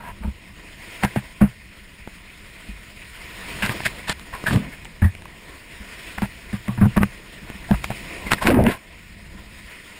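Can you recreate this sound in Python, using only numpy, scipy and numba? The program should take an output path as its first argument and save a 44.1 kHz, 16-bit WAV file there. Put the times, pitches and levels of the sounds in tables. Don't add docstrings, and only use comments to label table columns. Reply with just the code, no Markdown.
import sys
import numpy as np
from scipy import signal
from scipy.fft import rfft, irfft
from scipy.io import wavfile
from scipy.ndimage import uniform_filter1d
from numba import njit

SR = 44100
rng = np.random.default_rng(int(sys.argv[2]) if len(sys.argv) > 2 else 0)


def bounce(signal):
    frames = np.transpose(np.atleast_2d(signal))
    limited = np.clip(frames, -1, 1)
    pcm = np.round(limited * 32767).astype(np.int16)
    wavfile.write(sys.argv[1], SR, pcm)


N = 440559


def gain_of(db):
    return 10 ** (np.asarray(db) / 20)


def evened(x):
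    return x / np.sqrt(np.mean(x ** 2) + 1e-20)


def read_curve(points, hz):
    point_hz, value = np.transpose(points)
    return np.interp(np.log(hz + 1), np.log(point_hz + 1), value)


def add(mix, s, sound):
    part = mix[round(s * SR):][:len(sound)]
    part += sound[:len(part)]


def columns(rows):
    s, *values = np.transpose(rows)
    t = np.arange(s[0], s[-1], 1 / SR)
    return [np.interp(t, s, v) for v in values]


@njit
def smooth(x, r):
    y = x * (1 - r)
    for n in range(1, len(x)):
        y[n] += r[n] * y[n - 1]
    return y


def resonate(x, hz, width):
    turn = np.exp(2j * np.pi * np.cumsum(hz * np.ones(len(x))) / SR)
    r = np.exp(-np.pi * np.abs(width) / SR) * np.ones(len(x))
    shifted = x / turn + 1e-18
    return 2 * (turn * smooth(shifted, r)).real


def bands(x, spectrum):
    hz = np.fft.rfftfreq(len(x), 1 / SR)
    z = rfft(x) * gain_of(read_curve(spectrum, hz))
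    below_edges = [1 / (1 + (hz / edge_hz) ** 14) for edge_hz in (1300, 3400, 9300)]
    under = [0 * hz] + below_edges + [1 + 0 * hz]
    return [evened(irfft(z * share, len(x))) for share in np.diff(under, axis=0)]


def high_part(x, edge_hz):
    hz = np.fft.rfftfreq(len(x), 1 / SR)
    return irfft(rfft(x) / (1 + (edge_hz / (hz + 1)) ** 8), len(x))


def patchy_noise(patch_db, flicker_db, size):
    frames, bins = N * 4 // size + 5, size // 2 + 1
    a, b, patches = rng.standard_normal((frames, bins, 3)).T
    patches = uniform_filter1d(patches, size=8, axis=0)
    patches = evened(uniform_filter1d(patches, size=24, axis=1))
    flicker = evened(uniform_filter1d(rng.standard_normal(frames), size=10))
    z = (a + 1j * b) * gain_of(patch_db * patches + flicker_db * flicker)
    return evened(signal.istft(z, nperseg=size, noverlap=size * 3 // 4)[1][:N])


# (time [s], hiss level [dB], low-mid body over the hiss [dB])
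SURF_LEVELS = [(0.0, -50.5, -2), (0.56, -47.5, -5.5), (1.0, -39, -8), (1.22, -43.5, -6),
               (1.61, -48.5, -7.5), (3.08, -44, -8), (3.7, -33.5, -3.5), (4.17, -44.5, -6), (4.62, -39, -2),
               (4.78, -47.5, -5.5), (5.31, -48, -2.5), (6.09, -39, -8), (6.31, -43.5, -7.5),
               (7.48, -44, -3.5), (7.96, -38, -5.5), (8.29, -40, 1), (8.54, -39.5, -9), (8.76, -48.5, -1),
               (9.07, -48.5, -9), (9.35, -47.5, -4), (9.65, -44, -8), (9.99, -42, -7)]
# (frequency [Hz], relative level per Hz [dB])
HISS_COLOUR = [(180, -0.5), (300, 10), (671, 3.5), (848, -6), (1040, -5.5), (1600, -10), (2100, -2.5),
               (5190, -14.5), (6140, -29), (6780, -20), (9330, -40.5), (11400, -57.5), (14700, -51.5),
               (15700, -55), (16500, -49)]
# (centre [Hz], width [Hz], lift [dB])
TRAPPED_AIR = [(678, 42, 4.5), (988, 264, 14), (1470, 22, 5), (1900, 280, 7.5), (1937, 140, -4),
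               (2490, 68, 4.5), (5020, 370, 1.5), (6680, 780, 4), (9500, 94, 8.5), (5350, 270, 4),
               (12000, 810, -14), (14300, 1200, 3.5)]
FIZZ_DB, TOP_DB = -10.5, -8
MUFFLE_DB, BURIED_DULL_DB = 1, 3.5
DIP_PER_DB, DUCK_DB, DUCK_S = 0.55, -19, 0.023


def sea():
    foam_sizes = gain_of(2.7 * np.minimum(rng.exponential(1, N), 5))
    foam = foam_sizes * (rng.random(N) < 2500 / SR) * rng.choice([-1, 1], N)
    noise = patchy_noise(patch_db=1.5, flicker_db=1.23, size=512) + 0.28 * evened(foam)
    hz = np.fft.rfftfreq(N, 1 / SR)
    lift_db = sum(db / (1 + (2 * (hz - f) / width) ** 2) for f, width, db in TRAPPED_AIR)
    body, middle, fizz, top = bands(irfft(rfft(noise) * gain_of(lift_db), N), HISS_COLOUR)
    hiss_db, body_db = (np.resize(c, N) for c in columns(SURF_LEVELS))
    t = np.arange(SR // 4) / SR
    dip = (t / DUCK_S) * np.exp(1 - t / DUCK_S)
    for s, _, fall, splash_db, *_ in SPLASHES:
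        add(hiss_db, s + fall / 2, -DIP_PER_DB * max(splash_db - DUCK_DB, 0) * dip)
    under = np.zeros(N)
    for rows in BURIALS:
        add(under, rows[0][0], signal.windows.tukey(len(columns(rows)[0]), .2))
    treble = gain_of(FIZZ_DB) * fizz + gain_of(TOP_DB) * top
    treble = gain_of(-BURIED_DULL_DB * under) * treble
    return gain_of(hiss_db - MUFFLE_DB * under) * (middle + treble + gain_of(body_db) * body)


# (time [s], level [dB])
HEAVE_LEVELS = [(0.0, -42), (0.56, -45.5), (3.17, -46), (3.62, -39), (4.14, -42), (4.37, -48), (4.54, -40),
                (5.39, -45), (6.17, -45), (6.62, -42), (6.9, -41), (7.04, -38), (7.2, -45), (8.12, -38),
                (8.54, -43), (8.76, -49.5), (9.29, -41.5), (9.99, -49)]
# (frequency [Hz], relative level per Hz [dB])
RUMBLE_COLOUR = [(8.8, -36), (15, -6), (47, -2), (135, -13.5), (204, -9.5), (247, -19.5), (286, -21.5),
                 (419, -31), (500, -41), (650, -62), (1100, -120)]


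def heave():
    noise = patchy_noise(patch_db=1.0, flicker_db=0.5, size=1024)
    colour_db = read_curve(RUMBLE_COLOUR, np.fft.rfftfreq(N, 1 / SR))
    rumble = irfft(rfft(noise) * gain_of(colour_db), N)
    return gain_of(np.resize(columns(HEAVE_LEVELS)[0], N)) * evened(rumble)


# (pitch [Hz], width [Hz], level [dB])
SHELL_MODES = [(624, 66, -11), (945, 233, -3), (1571, 250, -3.5), (2073, 430, -0.5), (2660, 560, -5.5)]


def ring_shell(x, near_hz=1500., fall_db=0.):
    out = 0
    for k, (hz, width, db) in enumerate(SHELL_MODES):
        lost_db = fall_db * max(np.log2(hz / near_hz), 0)
        out = out + (-1) ** k * gain_of(db - lost_db) * resonate(x, hz, width)
    return out


# (peak time [s], rise [s], fall [s], peak level [dB], fade over the fall [dB],
# body, fizz and top treble over the peak [dB, dB, dB], share of a trapped air pocket [0-1], its pitch [Hz])
SPLASHES = [(0.095, 0.18, 0.029, -40.5, 14, 8.5, -26, -12.5, 0.64, 960),
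            (0.236, 0.014, 0.087, -44.5, 31, 12, -25, -8, 0.48, 890),
            (1.038, 0.014, 0.023, -25, 12, 6.5, -7.5, -10, .52, 778),
            (1.058, .006, 0.029, -33.5, 11, -2, -25, -11, .6, 1630),
            (1.161, 0.004, 0.039, -32.5, 12, -1, -14, -10, 0.23, 800),
            (1.418, 0.013, 0.068, -26.5, 28, 4.5, -25, -8.5, 0.11, 613),
            (3.624, 0.004, 0.052, -20, 9, -7.5, -11.5, -17, 0.19, 1940),
            (3.693, 0.0081, .046, -32, 12, 2, -12, -7.5, 0.22, 1200),
            (3.8, .004, 0.055, -42, 6.7, -2, -4, -9, .5, 1710),
            (3.865, 0.017, 0.019, -18.5, 27, -6.5, -6, -14, 0.083, 1760),
            (4.084, 0.014, 0.047, -30, 2.1, -0.5, -1, -16, 0.22, 1740),
            (4.338, 0.015, .08, -36.5, 21, 6.5, -10, -11, 0.48, 1055),
            (4.469, 0.0094, .04, -19.5, 17, -3.5, -12.5, -16, 0.91, 1680),
            (4.535, 0.061, 0.073, -34, 24, 2, -0.5, -8, .3, 1210),
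            (4.735, 0.033, 0.027, -39.5, 8, -8, -16, -13, 0.31, 2200),
            (5.022, 0.0057, 0.0094, -27.5, 8, -1, -26, -10.5, 0.8, 1690),
            (5.045, 0.022, 0.06, -28, 28, -0.5, -16.5, -11, 0.89, 1770),
            (6.183, .008, 0.025, -36.5, 30, 7.5, -9, -6, 0.26, 1460),
            (6.222, 0.01, 0.04, -34, 7.2, 4, -11, -9, 0.17, 845),
            (6.53, .004, 0.044, -38.5, 12, -0.5, -7, -11, 0.22, 1200),
            (6.682, 0.0097, 0.089, -33.5, 32, 0.5, -39, -14, 0.31, 1150),
            (6.778, 0.0054, 0.032, -31, 22, 2.5, -37, -17, 0.36, 960),
            (6.816, 0.013, 0.059, -29.5, 11, 7.5, -36, -11, 0.13, 910),
            (6.97, 0.01, .028, -21.5, 18, 3, -31, -12.5, 0.24, 1100),
            (7.036, 0.037, 0.013, -29.5, 22, 4, -17, -4.5, 0.34, 1250),
            (7.747, 0.059, 0.012, -28.5, 24, 4, -38, -13, 0.36, 690),
            (7.843, 0.0053, 0.021, -28.5, 42, -1, -3.5, -9, 0.5, 1750),
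            (7.906, 0.0097, .024, -38, 8.8, 8.5, -8, -7, 0.37, 723),
            (8.27, 0.012, 0.032, -27, 15, -10, -14, -20, 0.92, 2110),
            (8.32, 0.016, 0.03, -19, 17, -2, -7, -11, 0.16, 1420),
            (8.384, 0.0056, 0.019, -32, 14, -10, -17, -13, 0.45, 1700),
            (8.424, 0.02, 0.025, -29, 6.1, 6.5, -5, -10, 0.47, 1035),
            (8.472, 0.028, 0.026, -24.5, 5, 7, -7, -9.5, 0.21, 1084),
            (8.506, 0.0098, 0.025, -23.5, 9.2, -7, -13, -11.5, 0.55, 1260),
            (8.542, 0.015, 0.091, -30.5, 10, 5.5, -34, -9, 0.27, 850),
            (8.666, 0.033, 0.032, -28, 5.5, -1, -22, -10, 0.35, 1010),
            (8.714, 0.044, 0.067, -28, 25, 2, -9, -11.5, 0.14, 1090)]
# (frequency [Hz], relative level per Hz [dB])
SPRAY_COLOUR = [(180, 3), (300, -10), (682, -3), (954, -4), (1110, -6), (1800, 6.5), (3240, -7.5),
                (3970, -16), (5460, -22.5), (6030, -36), (6670, -24.5), (9180, -20), (11800, -31),
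                (14900, -26.5), (16500, -81)]
RISE_DB = 16.5
BODY_LINGERS, FIZZ_LINGERS, TOP_LINGERS = 0.1, 0.16, 0.27
POCKET_GROWS = 0.05


def splashes():
    drop_sizes = gain_of(3.8 * np.minimum(rng.exponential(1, N), 5))
    drops = drop_sizes * (rng.random(N) < 5000 / SR) * rng.standard_normal(N)
    drops = evened(drops) + 1.27 * rng.standard_normal(N)
    layers = bands(drops + 3.9 * ring_shell(drops), SPRAY_COLOUR) + [drops]
    layers.append(high_part(layers[1], edge_hz=1520))
    out = np.zeros(N)
    for s, rise, fall, peak_db, fade_db, body_db, fizz_db, top_db, share, pocket_hz in SPLASHES:
        start = max(s - rise, 0)
        t = np.arange(start - s, fall, 1 / SR)
        late = np.maximum(t / fall, 0)
        faded_db = fade_db * late
        db = peak_db + RISE_DB * np.minimum(t / rise, 0) - faded_db
        body, middle, fizz, top, bare, upper = (b[round(start * SR):][:len(db)] for b in layers)
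        middle = middle - upper * np.clip(-.035 * (fizz_db + 22.5), -.3, .8)
        pocket = resonate(bare, pocket_hz, 0.19 * pocket_hz)
        pocket = evened(resonate(pocket, pocket_hz, 0.11 * pocket_hz))
        share = np.clip(share + POCKET_GROWS * late, 0, 1)
        low = share / (1 + (pocket_hz / 1300) ** 8)
        body = np.sqrt(1 - low) * body + np.sqrt(low) * pocket
        middle = np.sqrt(1 - share + low) * middle + np.sqrt(share - low) * pocket
        spray = middle + gain_of(body_db + BODY_LINGERS * faded_db) * body
        spray += gain_of(fizz_db + FIZZ_LINGERS * faded_db) * fizz
        spray += gain_of(top_db + TOP_LINGERS * faded_db) * top
        edges = signal.windows.tukey(len(db), min(0.0066 * SR / len(db), 1))
        add(out, start, edges * gain_of(db) * spray)
    return out


# (start [s], strength on the housing [dB], pole over the housing [dB],
# pole pitch as the grip sets it [Hz], time in which the pole's tone fades by 60 dB [s])
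BLOWS = [(0.207, -32.5, 5, 57.4, 0.32), (0.246, -23, 7, 65, 0.11), (0.274, -24, 10, 64, 0.13),
         (1.036, -12.5, 0.5, 127, 0.079), (1.162, -15, 9.5, 129, 0.067), (1.414, -3, -4.5, 138.7, 0.15),
         (1.433, -7.5, -10, 116, 0.18), (1.812, -53, 18.5, 51.1, 0.12), (2.073, -41.5, -18, 136, 0.12),
         (2.688, -31.5, 5.5, 48.7, 0.34), (3.631, -20.5, -8, 121, 0.23), (3.691, -27.5, 13, 118, 0.1),
         (3.756, -30, -7, 110, 0.2), (3.861, -35, 2, 123, 0.2), (4.091, -27.5, 3, 70.5, 0.14),
         (4.332, -38.5, 7, 51.1, 0.2), (4.435, -38, -8, 135, 0.15), (4.477, -29, 2, 104, 0.22),
         (4.559, -22, -11, 132, 0.15), (5.021, -13, 10, 92.2, 0.27), (5.046, -16.5, 17, 89.8, 0.18),
         (5.801, -35.5, 7, 56, 0.17), (6.178, -31.5, 9.5, 64.4, 0.099), (6.221, -13.5, -3.5, 120.5, 0.12),
         (6.532, -17.5, -1.5, 113, 0.18), (6.683, -16, -5, 121.7, 0.48), (6.778, -22, 7.5, 110.5, 0.33),
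         (6.813, -5, -18, 135, 0.29), (6.828, -13, 14.5, 99.7, 0.13), (6.857, -10, 9.5, 124, 0.076),
         (6.969, -6.5, -27, 105, 0.12), (7.006, -11, 2, 90, 0.13), (7.031, -15, -11, 121, 0.18),
         (7.419, -37.5, 3, 137, 0.2), (7.498, -36, -16, 134, 0.2), (7.548, -36, -1, 64.6, 0.2),
         (7.708, -6, -7, 136, 0.2), (7.74, -30, 19, 53.5, 0.13), (7.902, -28, 8.5, 129, 0.095),
         (8.26, -33, -9, 103, 0.2), (8.319, -20.5, -20, 56, 0.14), (8.364, -34, -9, 70.0, 0.2),
         (8.6, -13, -2, 123, 0.2), (8.664, -21, -1, 133, 0.2), (9.348, -38, 5, 50.7, 0.15)]
# (pitch [Hz], level [dB], time to fade by 60 dB [s])
HOUSING_MODES = [(61.4, -2, 0.086), (127.3, -8.5, 0.17), (200.6, 9, 0.08), (304, -5.5, 0.046),
                 (436, -12, 0.049), (544, -17, 0.074), (760, -20.5, 0.083)]


def blows():
    t, out = np.arange(SR // 3) / SR, np.zeros(N)
    housing = sum(gain_of(db - 60 * t / t60) * np.sin(2 * np.pi * hz * t) for hz, db, t60 in HOUSING_MODES)
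    soft_start = 1 - np.exp(-t / 0.0044)
    for s, db, pole_db, pole_hz, pole_t60 in BLOWS:
        pole = gain_of(pole_db - 60 * t / pole_t60) * np.sin(2 * np.pi * pole_hz * t)
        add(out, s, -gain_of(db) * (housing + pole) * soft_start)
    return out


# (start [s], peak level of the ring [dB],
# push, fizz and top treble over that peak [dB, dB, dB], pitch [Hz])
CRACKS = [(0.237, -33, -8, -33, -27, 969), (1.035, -10.5, -1, -30, -27, 840),
          (1.049, -7.5, -1.5, -24, -26, 703), (1.161, -13.5, 5.5, -39, -26, 680),
          (1.416, -12.5, -12, -31, -18, 696), (2.075, -27.5, 7, -25, -18, 885),
          (3.624, -27, -3, -17, -24, 2340), (3.662, -13, -19, -3, -16, 1460),
          (3.694, -10.5, -7, -23, -26, 1080), (3.804, -16.5, -7, -20, -27, 2170),
          (3.836, -24, 2, -17, -22, 2570), (3.885, -37, -8, -27, -32, 1960),
          (4.081, -26, -15, -7, -18, 1760), (4.096, -14, 1, 6.5, -26, 1860),
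          (4.196, -30, -10, 1, -20, 2000), (4.44, -23.5, 8.5, -5, -25, 1750),
          (4.509, -12.5, -9, -26, -24, 2010), (4.532, -19, 2, -9, -24, 1270),
          (4.56, -13, -12, -24, -25, 1020), (4.848, -38, -11, 9.5, -16, 1850),
          (4.853, -26, -16, -9, -21, 2360), (5.019, -31, 1, -34, -25, 1800),
          (5.151, -27, -4, -9, -12, 2440), (5.221, -30.5, -3, -8, -24, 915),
          (5.255, -24.5, -11, -23, -19, 1090), (6.183, -15.5, -10, -26, -26, 1660),
          (6.22, -15, -26, -26, -26, 695), (6.529, -27, -6, -25, -27, 1080),
          (6.682, -19, -16, -28, -23, 1010), (6.815, -21, -9, -33, -26, 755),
          (6.856, -20, 0, -30, -18, 713), (6.968, -12, 1.5, -33, -19, 980),
          (6.977, -10.5, 6.5, -33, -19, 1100), (7.032, -6, 2, -21, -24, 1500),
          (7.501, -26.5, 8, -28, -5, 1070), (7.712, -8, -23, -34, -20, 670),
          (7.843, -10.5, -9.5, -11, -27, 2420), (7.904, -16, -4, -21, -26, 703),
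          (8.267, -28, 9, -20, -23, 2060), (8.318, 0, -11.5, -11.5, -22, 1840),
          (8.334, -3.5, -3, -3, -20, 1850), (8.424, -19, -6, -15, -21, 960),
          (8.428, -14, -21, -9, -21, 1090), (8.471, 0.5, -11, -13, -21, 1540),
          (8.503, -7.5, -12, -32, -26, 1800), (8.537, -24, -6, -28, -21, 1040),
          (8.545, -14, -4, -21, -22, 1070), (8.598, -35, -8, -44, -24, 818),
          (8.639, -17.5, -11, -8, -6, 738), (8.666, -6, -4, -38, -26, 2280)]


def cracks():
    t, out = np.arange(3000) / SR, np.zeros(N)
    bursts = rng.standard_normal((len(CRACKS), len(t))) * gain_of(-60 * t / 0.0062)
    push = (t / 0.00075 - 1) * np.exp(-t / 0.00083) * (1 - np.exp(-t / 0.00046)) * 3.56
    for (s, db, push_db, fizz_db, top_db, hz), burst in zip(CRACKS, bursts):
        ring = 1.15 * ring_shell(burst, hz, fall_db=7.5) + resonate(burst, hz, 214)
        fizz, top = (tick * (t < .02) / abs(tick).max() for tick in bands(burst, SPRAY_COLOUR)[2:])
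        ticks = gain_of(fizz_db) * fizz + gain_of(top_db) * top
        add(out, s, gain_of(db) * (ring / abs(ring).max() + gain_of(push_db) * push + ticks))
    return out


def bubbles(per_s, low_hz, high_hz):
    out, t = np.zeros(N), np.arange(1500) / SR
    for hz in np.geomspace(low_hz, high_hz, num=16):
        swell = (t * hz) * np.exp(-t * hz / 0.9)
        shape = swell * np.sin(2 * np.pi * hz * t * (1 + 0.018 * hz * t))
        sizes = gain_of(1.5 * np.minimum(rng.exponential(1, N), 4))
        starts = sizes * (rng.random(N) < per_s / 16 / SR)
        out += signal.oaconvolve(starts, shape)[:N]
    return out


# (time [s], housing drone level [dB], its pitch [Hz],
# bubbles over the drone [dB], pole sway level [dB])
BURIALS = [
    [(4.49, -44, 196, -23, -37), (4.518, -18.5, 191, -16, -24), (4.558, -19, 186, -9, -13),
     (4.616, -31, 191, -23, -40), (4.7, -37, 200, -16, -59)],
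    [(8.44, -25, 192, -10, -30), (8.494, -19.5, 238, 6, -21), (8.558, -12, 254, -17.5, -29),
     (8.6, -20, 222, 9, -8.5), (8.622, -24, 223, -2, -18.5), (8.68, -16.5, 208, 0, -23),
     (8.76, -50, 209, 2, -54)],
]


def burials():
    out, churn = np.zeros(N), bubbles(per_s=260, low_hz=285.5, high_hz=725)
    for rows in BURIALS:
        db, hz, bubbles_db, sway_db = columns(rows)
        push, shake = rng.standard_normal((2, len(db)))
        drone = evened(resonate(resonate(push, hz, 137), hz, 48))
        gurgle = evened(churn[round(rows[0][0] * SR):][:len(db)])
        sway = evened(resonate(resonate(shake, 90, 90), 89, 104))
        water = gain_of(db) * (drone + gain_of(bubbles_db) * gurgle)
        edges = signal.windows.tukey(len(db), .1)
        add(out, rows[0][0], edges * (water + gain_of(sway_db) * sway))
    return out


def scene():
    mono = sea() + heave() + splashes() + blows() + cracks() + burials()
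    return np.array([mono, mono])


EDGE_HZ = 15780


def record(dry):
    rounded = 0.93 * np.tanh(dry / 1.032)
    low_pass = signal.firwin(2047, EDGE_HZ, window=("kaiser", 9), fs=SR)
    return signal.oaconvolve(rounded, low_pass[None], "same")


dry = scene()
out = record(dry)
bounce(out)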